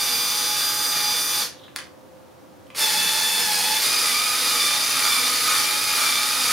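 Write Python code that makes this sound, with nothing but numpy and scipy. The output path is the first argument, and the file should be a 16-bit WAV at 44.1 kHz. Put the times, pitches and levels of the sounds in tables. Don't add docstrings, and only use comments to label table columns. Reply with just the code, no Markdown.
import sys
import numpy as np
from scipy import signal
from scipy.fft import rfft, irfft
from scipy.io import wavfile
from scipy.ndimage import uniform_filter1d

SR = 44100
rng = np.random.default_rng(int(sys.argv[2]) if len(sys.argv) > 2 else 0)


def wav_out(sig):
    wavfile.write(sys.argv[1], SR, np.round(np.clip(np.atleast_2d(sig).T, -1, 1) * 32767).astype(np.int16))


N = 287532
T, HZ = np.arange(N) / SR, np.fft.rfftfreq(N, 1 / SR)
RELEASE_S, BRAKE_S, RESTART_S, FULL_TRIGGER_S = 1.4, 1.433, 2.747, 3.82
FREE_TURNS_PER_S, DRILL_DB = (120.44, 87.4, 122.65), (-23.5, -21, -22)

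# multiple of the motor speed, level/dB in each stage
WHINE_TONES = [(1, -38, -46, -39), (2.16, -40, -35, -31), (7, -25.5, -36, -38), (9.4, -30, -36, -28),
               (10, -17.5, -19, -19.5), (10.38, -21, -25, -19), (13, -25, -39, -40), (19, -25, -40, -24),
               (20, -19.5, -19, -16.5), (29, -21, -33, -40), (30, -16, -18, -16), (30.3, -18, -20, -22),
               (38, -21, -40, -35), (40, -10.5, -16.5, -16), (40.8, -22, -27, -23), (47, -19, -36, -40),
               (50, -17, -19, -23), (51, -21, -40, -33), (60, -21, -17, -24), (70, -20, -21, -26),
               (80, -13, -19, -18), (81, -20, -38, -27), (90, -16, -33, -27), (100, -16, -19.5, -32),
               (110, -17, -21, -37), (120, -27, -27, -40)]
# f/Hz, width/Hz, boost/dB
HOUSING_BOOSTS = [(838, 22, 6.5), (3495, 35, 10), (4880, 70, 6.5), (5040, 45, 4.5)]
# f/Hz, level/dB in each stage
SCRAPE_COLOUR = [(30, -38.5, -45, -45), (100, -17.5, -22, -26), (255, -14.5, -13.5, -14),
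                 (770, -13, -11, -9), (1320, -7, -6.5, -6), (2270, -8, -3, -1), (2600, -8, -6, -4),
                 (4040, -5, -2.5, -1), (4560, -2.5, 2, 0.5), (6100, -4.5, -5.5, -3), (8600, -12, -6, -5.5),
                 (9760, -6.5, -3, -0.5), (11670, -12.5, -8.5, -8.5), (13500, -9.5, -7, -7),
                 (16500, -24, -17, -20.5)]
# f/Hz, share of power
REPEATING_SHARE = [(300, 0.11), (1000, 0.39), (4500, 0.11), (7500, 0.4), (15000, 1)]
# f/Hz, width/Hz, level/dB
HOUSING_RINGS = [(479, 8.7, -29), (844, 4, -23), (3495, 20, -33), (4454, 44, -18)]
# hardest pull t/s, length/s, speed lost/(turns per s), surge in loudness/dB
TAP_DRAGS = [(0.01, 0.48, 1.82, 1.2), (0.388, 0.5, 0.97, 0), (0.982, .29, 0.78, 0.4), (1.51, .62, 1.9, 0.9),
             (2.919, .19, 1.73, 0.2), (3.199, 0.17, 0.72, .3), (3.55, 0.39, 3.87, -0.1),
             (4.125, 0.26, 5.22, 1.5), (4.624, .4, 4.85, 1.3), (5.135, 0.47, 5.35, 2),
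             (5.6, .33, 4.13, 2.5), (6.085, 0.38, 5, 2), (6.6, 0.46, 5.5, 2)]
# f/Hz, width/Hz, level/dB
GROAN_RINGS = [(1249, 8.3, -4), (1310, 160, -2)]
# f/Hz, width/Hz, level/dB
GRIND_RINGS = [(2335, 43, -31), (3370, 110, -38.5), (4900, 340, -33)]
# t/s, length/s, change/dB
MIDRANGE_LULLS = [(0.41, .06, 1), (0.76, 0.17, -4), (0.885, .07, -9), (1.24, 0.14, -4), (2.935, 0.082, -2),
                  (3.12, 0.057, -3.5), (3.32, .06, -1.5), (5.79, 0.18, -0.5)]
# t/s, level/dB, ring time/s, treble tilt/(dB per octave)
SWITCH_CLICKS = [(1.681, -56, .03, -11), (1.758, -57, 0.016, -2), (1.7617, -34, 0.0037, 1.5),
                 (1.7652, -50, .012, -13), (1.788, -42, 0.016, -2), (2.668, -65, 0.019, 0),
                 (2.703, -52.5, 0.018, -7), (2.7494, -47, 0.031, -4)]
# f/Hz, level/dB
SHELL_COLOUR = [(120, -51), (400, -11), (700, -5), (1600, -3.5), (2900, 2), (4400, -5.5), (6100, -7),
                (7800, -10), (9200, -9), (12500, -18), (15500, -17)]
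# f/Hz, level/dB
FINGER_COLOUR = [(1500, -15), (2600, -18), (3200, -4), (3850, -3), (4400, -19), (8000, -30)]
# t/s, level/dB
SLIDE_LEVELS = [(1.56, -52), (1.6, -52), (1.645, -47.5), (1.7, -69), (1.75, -57)]
# f/Hz, level/dB
WORKSHOP_COLOUR = [(15, -74), (25, -44), (64, -28), (82, -7.5), (129, -9), (227, -10.5), (289, -5.5),
                   (399, -10), (469, -18), (509, -2.5), (552, -8.5), (666, -13), (970, -15.5),
                   (2120, -27.5), (15500, -38)]
# t/s, length/s, level/dB
HUM_PEAKS = [(1.599, 0.13, -54), (1.803, 0.12, -54), (2.09, 0.37, -51.5), (2.72, 0.34, -56)]
# f/Hz, t/s to fade by 60 dB
ECHO_TIMES = [(150, 0.72), (600, 0.34), (2500, 0.32), (7000, 0.28), (15000, 0.16)]
# f/Hz, likeness (1 = the same)
STEREO_LIKENESS = [(80, -0.21), (250, 0.089), (700, 0.17), (3000, 0.56), (14000, 0.4)]


def motor_speed(stop_s=.16, spin_up_s=.06, lowest_share=.1):
    wind_down = 1 - np.clip((T - RELEASE_S) / stop_s, 0, 1) ** 2
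    run_up = 1 - (1 - np.clip((T - RESTART_S) / spin_up_s, 0, 1)) ** 2
    return (np.dot(FREE_TURNS_PER_S, stages()) - tap_sag()) * np.maximum(wind_down + run_up, lowest_share)


def motor_turns(flutter=(.0004, .0013, .0032)):
    return np.cumsum(motor_speed() * (1 + np.dot(flutter, stages()) * wander(70))) / SR


def motor_gain(kick_db=4.5, kick_s=.076, brake_db_per_s=306, rise_db_per_s=.1):
    running_db = np.dot(DRILL_DB, stages()) + tap_surge_db(lead_s=.075) + rise_db_per_s * flat_out_s()
    kicks = sum((T > s) * np.exp(-abs(T - s) / kick_s) for s in (RESTART_S, FULL_TRIGGER_S))
    brake_db = -brake_db_per_s * np.maximum(T - BRAKE_S, 0)
    run_up_db = -20 * np.clip(1 - (T - RESTART_S) / .044, 0, 1)
    return amp(running_db + kick_db * kicks + np.where(T < RESTART_S, brake_db, run_up_db))


def gear_whine(turns, stage_db=(.2, .6, .6), waver_db=(1, 2, 2.5), off_centre=.25, rattle=(.25, .3, .4)):
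    weights, speed, out = stages(), motor_speed(), np.zeros(N)
    change_per_s = uniform_filter1d(abs(np.gradient(np.log(speed))) * SR, 1500)
    steady = 1 / (1 + (change_per_s / 3.7) ** 2)
    whistle_db = weights[2] * (1.7 - 2.6 * flat_out_s())
    for multiple, *levels in WHINE_TONES:
        pitch_hz = multiple * speed
        boost_db = sum(db / (1 + ((pitch_hz - hz) / width) ** 2) for hz, width, db in HOUSING_BOOSTS)
        boost_db += whistle_db * (pitch_hz > 4400)
        gain = (amp(levels) @ weights) * amp(boost_db + np.dot(waver_db, weights) * wander(14))
        sway = off_centre * np.cos(2 * np.pi * (turns + rng.random()))
        roughness = np.dot(rattle, weights) * wander(110)
        tone = np.sqrt(2) * np.sin(2 * np.pi * (multiple * turns + rng.random()))
        out += gain * (1 + sway + roughness) * tone
    return steady * amp(np.dot(stage_db, weights)) * out


def brush_scrape(turns, stage_db=(-2.5, -2, -1.5), regularity=(1, .35, .3), grain_db=2.5, size=4096):
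    one_turn = irfft(np.r_[0, np.exp(2j * np.pi * rng.random(170))], size)
    buzz = rfft(unit(np.interp(turns % 1 * size, np.arange(size), one_turn)))
    throb = 1 + .1 * np.cos(2 * np.pi * turns)
    grit = rfft(unit(rng.standard_normal(N) * amp(grain_db * wander(900)) * throb))
    table, out = np.array(SCRAPE_COLOUR), np.zeros(N)
    for k, weight in enumerate(stages()):
        share = np.clip(regularity[k] * read(REPEATING_SHARE, HZ), 0, 1)
        mixed = irfft(np.sqrt(share) * buzz + np.sqrt(1 - share) * grit, N)
        voiced = weight * colour(mixed, table[:, [0, k + 1]])
        out += amp(stage_db[k]) * unit(voiced) * np.sqrt(np.mean(weight ** 2))
    return out


def lulls(x, centre_hz=3680, width_hz=1500):
    middle = irfft(rfft(x) / (1 + ((HZ - centre_hz) / width_hz) ** 4), N)
    return x + (amp(swells(MIDRANGE_LULLS)) - 1) * middle


def tap_sag():
    return swells([(s, length, lost) for s, length, lost, _ in TAP_DRAGS])


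def tap_surge_db(lead_s):
    return swells([(s, length, db) for s, length, _, db in TAP_DRAGS], T + lead_s)


def gear_groan(base_db=-44, surge_scale=6.46, growth_db_per_s=1.35, grind_db=.5):
    strain = amp(base_db + surge_scale * tap_surge_db(lead_s=.093) + growth_db_per_s * flat_out_s())
    load = tap_sag() / 5
    return stages()[2] * (strain * ring(GROAN_RINGS) + amp(grind_db) * load * ring(GRIND_RINGS))


def switch_clicks(snap=.72, size=4096):
    out, t, hz = np.zeros(N), T[:size], np.fft.rfftfreq(size, 1 / SR)
    treble_octaves = np.log2(np.maximum(hz, 1500) / 1500)
    for s, db, ring_s, tilt_db in SWITCH_CLICKS:
        noise = unit(rng.standard_normal(size) * amp(-60 * t / ring_s))
        burst = snap + rfft(noise) / np.sqrt(size)
        log_gain = np.log(amp(read(SHELL_COLOUR, hz) + tilt_db * treble_octaves))
        mirrored = np.r_[log_gain, log_gain[-2:0:-1]]
        shell = np.exp(np.conj(signal.hilbert(mirrored)))[:len(hz)]
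        out[round(s * SR):][:size] += amp(db) * unit(irfft(burst * shell))
    return out


def finger_slide(trim_db=-1, grain_db=3):
    touch = np.interp(T, [1.54, 1.58, 1.73, 1.76], [0, 1, 1, 0])
    level_db = np.interp(T, *np.transpose(SLIDE_LEVELS)) + trim_db + grain_db * wander(90)
    return touch * amp(level_db) * colour(rng.standard_normal(N), FINGER_COLOUR)


def room(x, echo_db):
    drift = 2 * np.pi * T + wander(2)
    echoes = stereo(reflections(x * np.cos(drift)) + reflections(x * np.sin(drift)))
    return (x + amp(echo_db) * echoes) / np.hypot(1, amp(echo_db))


def reflections(x, echoes_per_s=4000):
    echoes = rng.standard_normal((2, SR)) * (rng.random(SR) < echoes_per_s / SR) * (T[:SR] > .003)
    hz, t, spectra = signal.stft(echoes, SR, nperseg=256)
    decay = amp(-60 * t / read(ECHO_TIMES, hz)[:, None])
    tail = signal.istft(spectra * decay, SR, nperseg=256)[1]
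    return signal.fftconvolve(x[None], tail / np.linalg.norm(tail[0]), axes=1)[:, :N]


def workshop(noise_db=-47, hum_hz=522):
    hum = np.sqrt(2) * np.sin(2 * np.pi * np.cumsum(hum_hz + 3 * wander(24.8)) / SR)
    hum_power = swells([(s, length, amp(db) ** 2) for s, length, db in HUM_PEAKS])
    noise = colour(stereo(rng.standard_normal((2, N))), WORKSHOP_COLOUR)
    return amp(noise_db) * noise + np.sqrt(hum_power) * hum


def stages():
    reverse = 1. * (T > RESTART_S - .1)
    full = np.clip((T - FULL_TRIGGER_S) / .05 + .5, 0, 1)
    return np.array([1 - reverse, reverse - full, full])


def flat_out_s():
    return np.maximum(T - FULL_TRIGGER_S, 0)


def swells(rows, t=T, rise_share=.39):
    corners = [-rise_share, 0, 1 - rise_share]
    return sum(height * np.interp((t - s) / length, corners, [0, 1, 0]) for s, length, height in rows)


def amp(db):
    return 10 ** (np.asarray(db) / 20)


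def unit(x):
    return x / np.sqrt(np.mean(x ** 2) + 1e-20)


def read(rows, hz):
    f, value = np.transpose(rows)
    return np.interp(np.log(hz + 1), np.log(f + 1), value)


def colour(x, rows):
    return unit(irfft(rfft(x) * amp(read(rows, HZ)), N))


def wander(rate_hz):
    count = int(8 * rate_hz * N / SR)
    hz = np.fft.rfftfreq(count, N / SR / count)
    slow = irfft(rfft(rng.standard_normal(N)[:count]) / (1 + (hz / rate_hz) ** 4), count)
    return np.interp(T, np.linspace(0, T[-1], count), unit(slow))


def ring(resonances):
    return sum(amp(db) * unit(irfft(rfft(rng.standard_normal(N)) / (1 + ((HZ - hz) / width) ** 2), N))
               for hz, width, db in resonances)


def stereo(two):
    left, other = rfft(two)
    same = np.clip(read(STEREO_LIKENESS, HZ), -1, 1)
    return irfft(np.array([left, same * left + np.sqrt(1 - same ** 2) * other]), N)


def scene():
    turns, gain = motor_turns(), motor_gain()
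    whine = room(lulls(gain * gear_whine(turns)), echo_db=-10)
    scrape = gain * (brush_scrape(turns) + ring(HOUSING_RINGS))
    rasp = room(lulls(scrape) + gear_groan(), echo_db=-4)
    handling = room(switch_clicks() + finger_slide(), echo_db=-.5)
    return whine + rasp + handling + workshop()


def record(dry, balance_db=-.7, bass_hz=48, dip_hz=7750, dip_width_hz=330, dip_db=-4, top_hz=15850):
    bass_cut = HZ ** 2 / np.hypot(HZ ** 2, bass_hz ** 2)
    dip = amp(dip_db / (1 + ((HZ - dip_hz) / dip_width_hz) ** 2))
    heard = irfft(rfft(dry) * bass_cut * dip, N) * amp([[balance_db / 2], [-balance_db / 2]])
    low_pass = signal.firwin(511, top_hz, window=("kaiser", 9), fs=SR)
    return signal.oaconvolve(heard, low_pass[None], "same")


dry = scene()
out = record(dry)
wav_out(out)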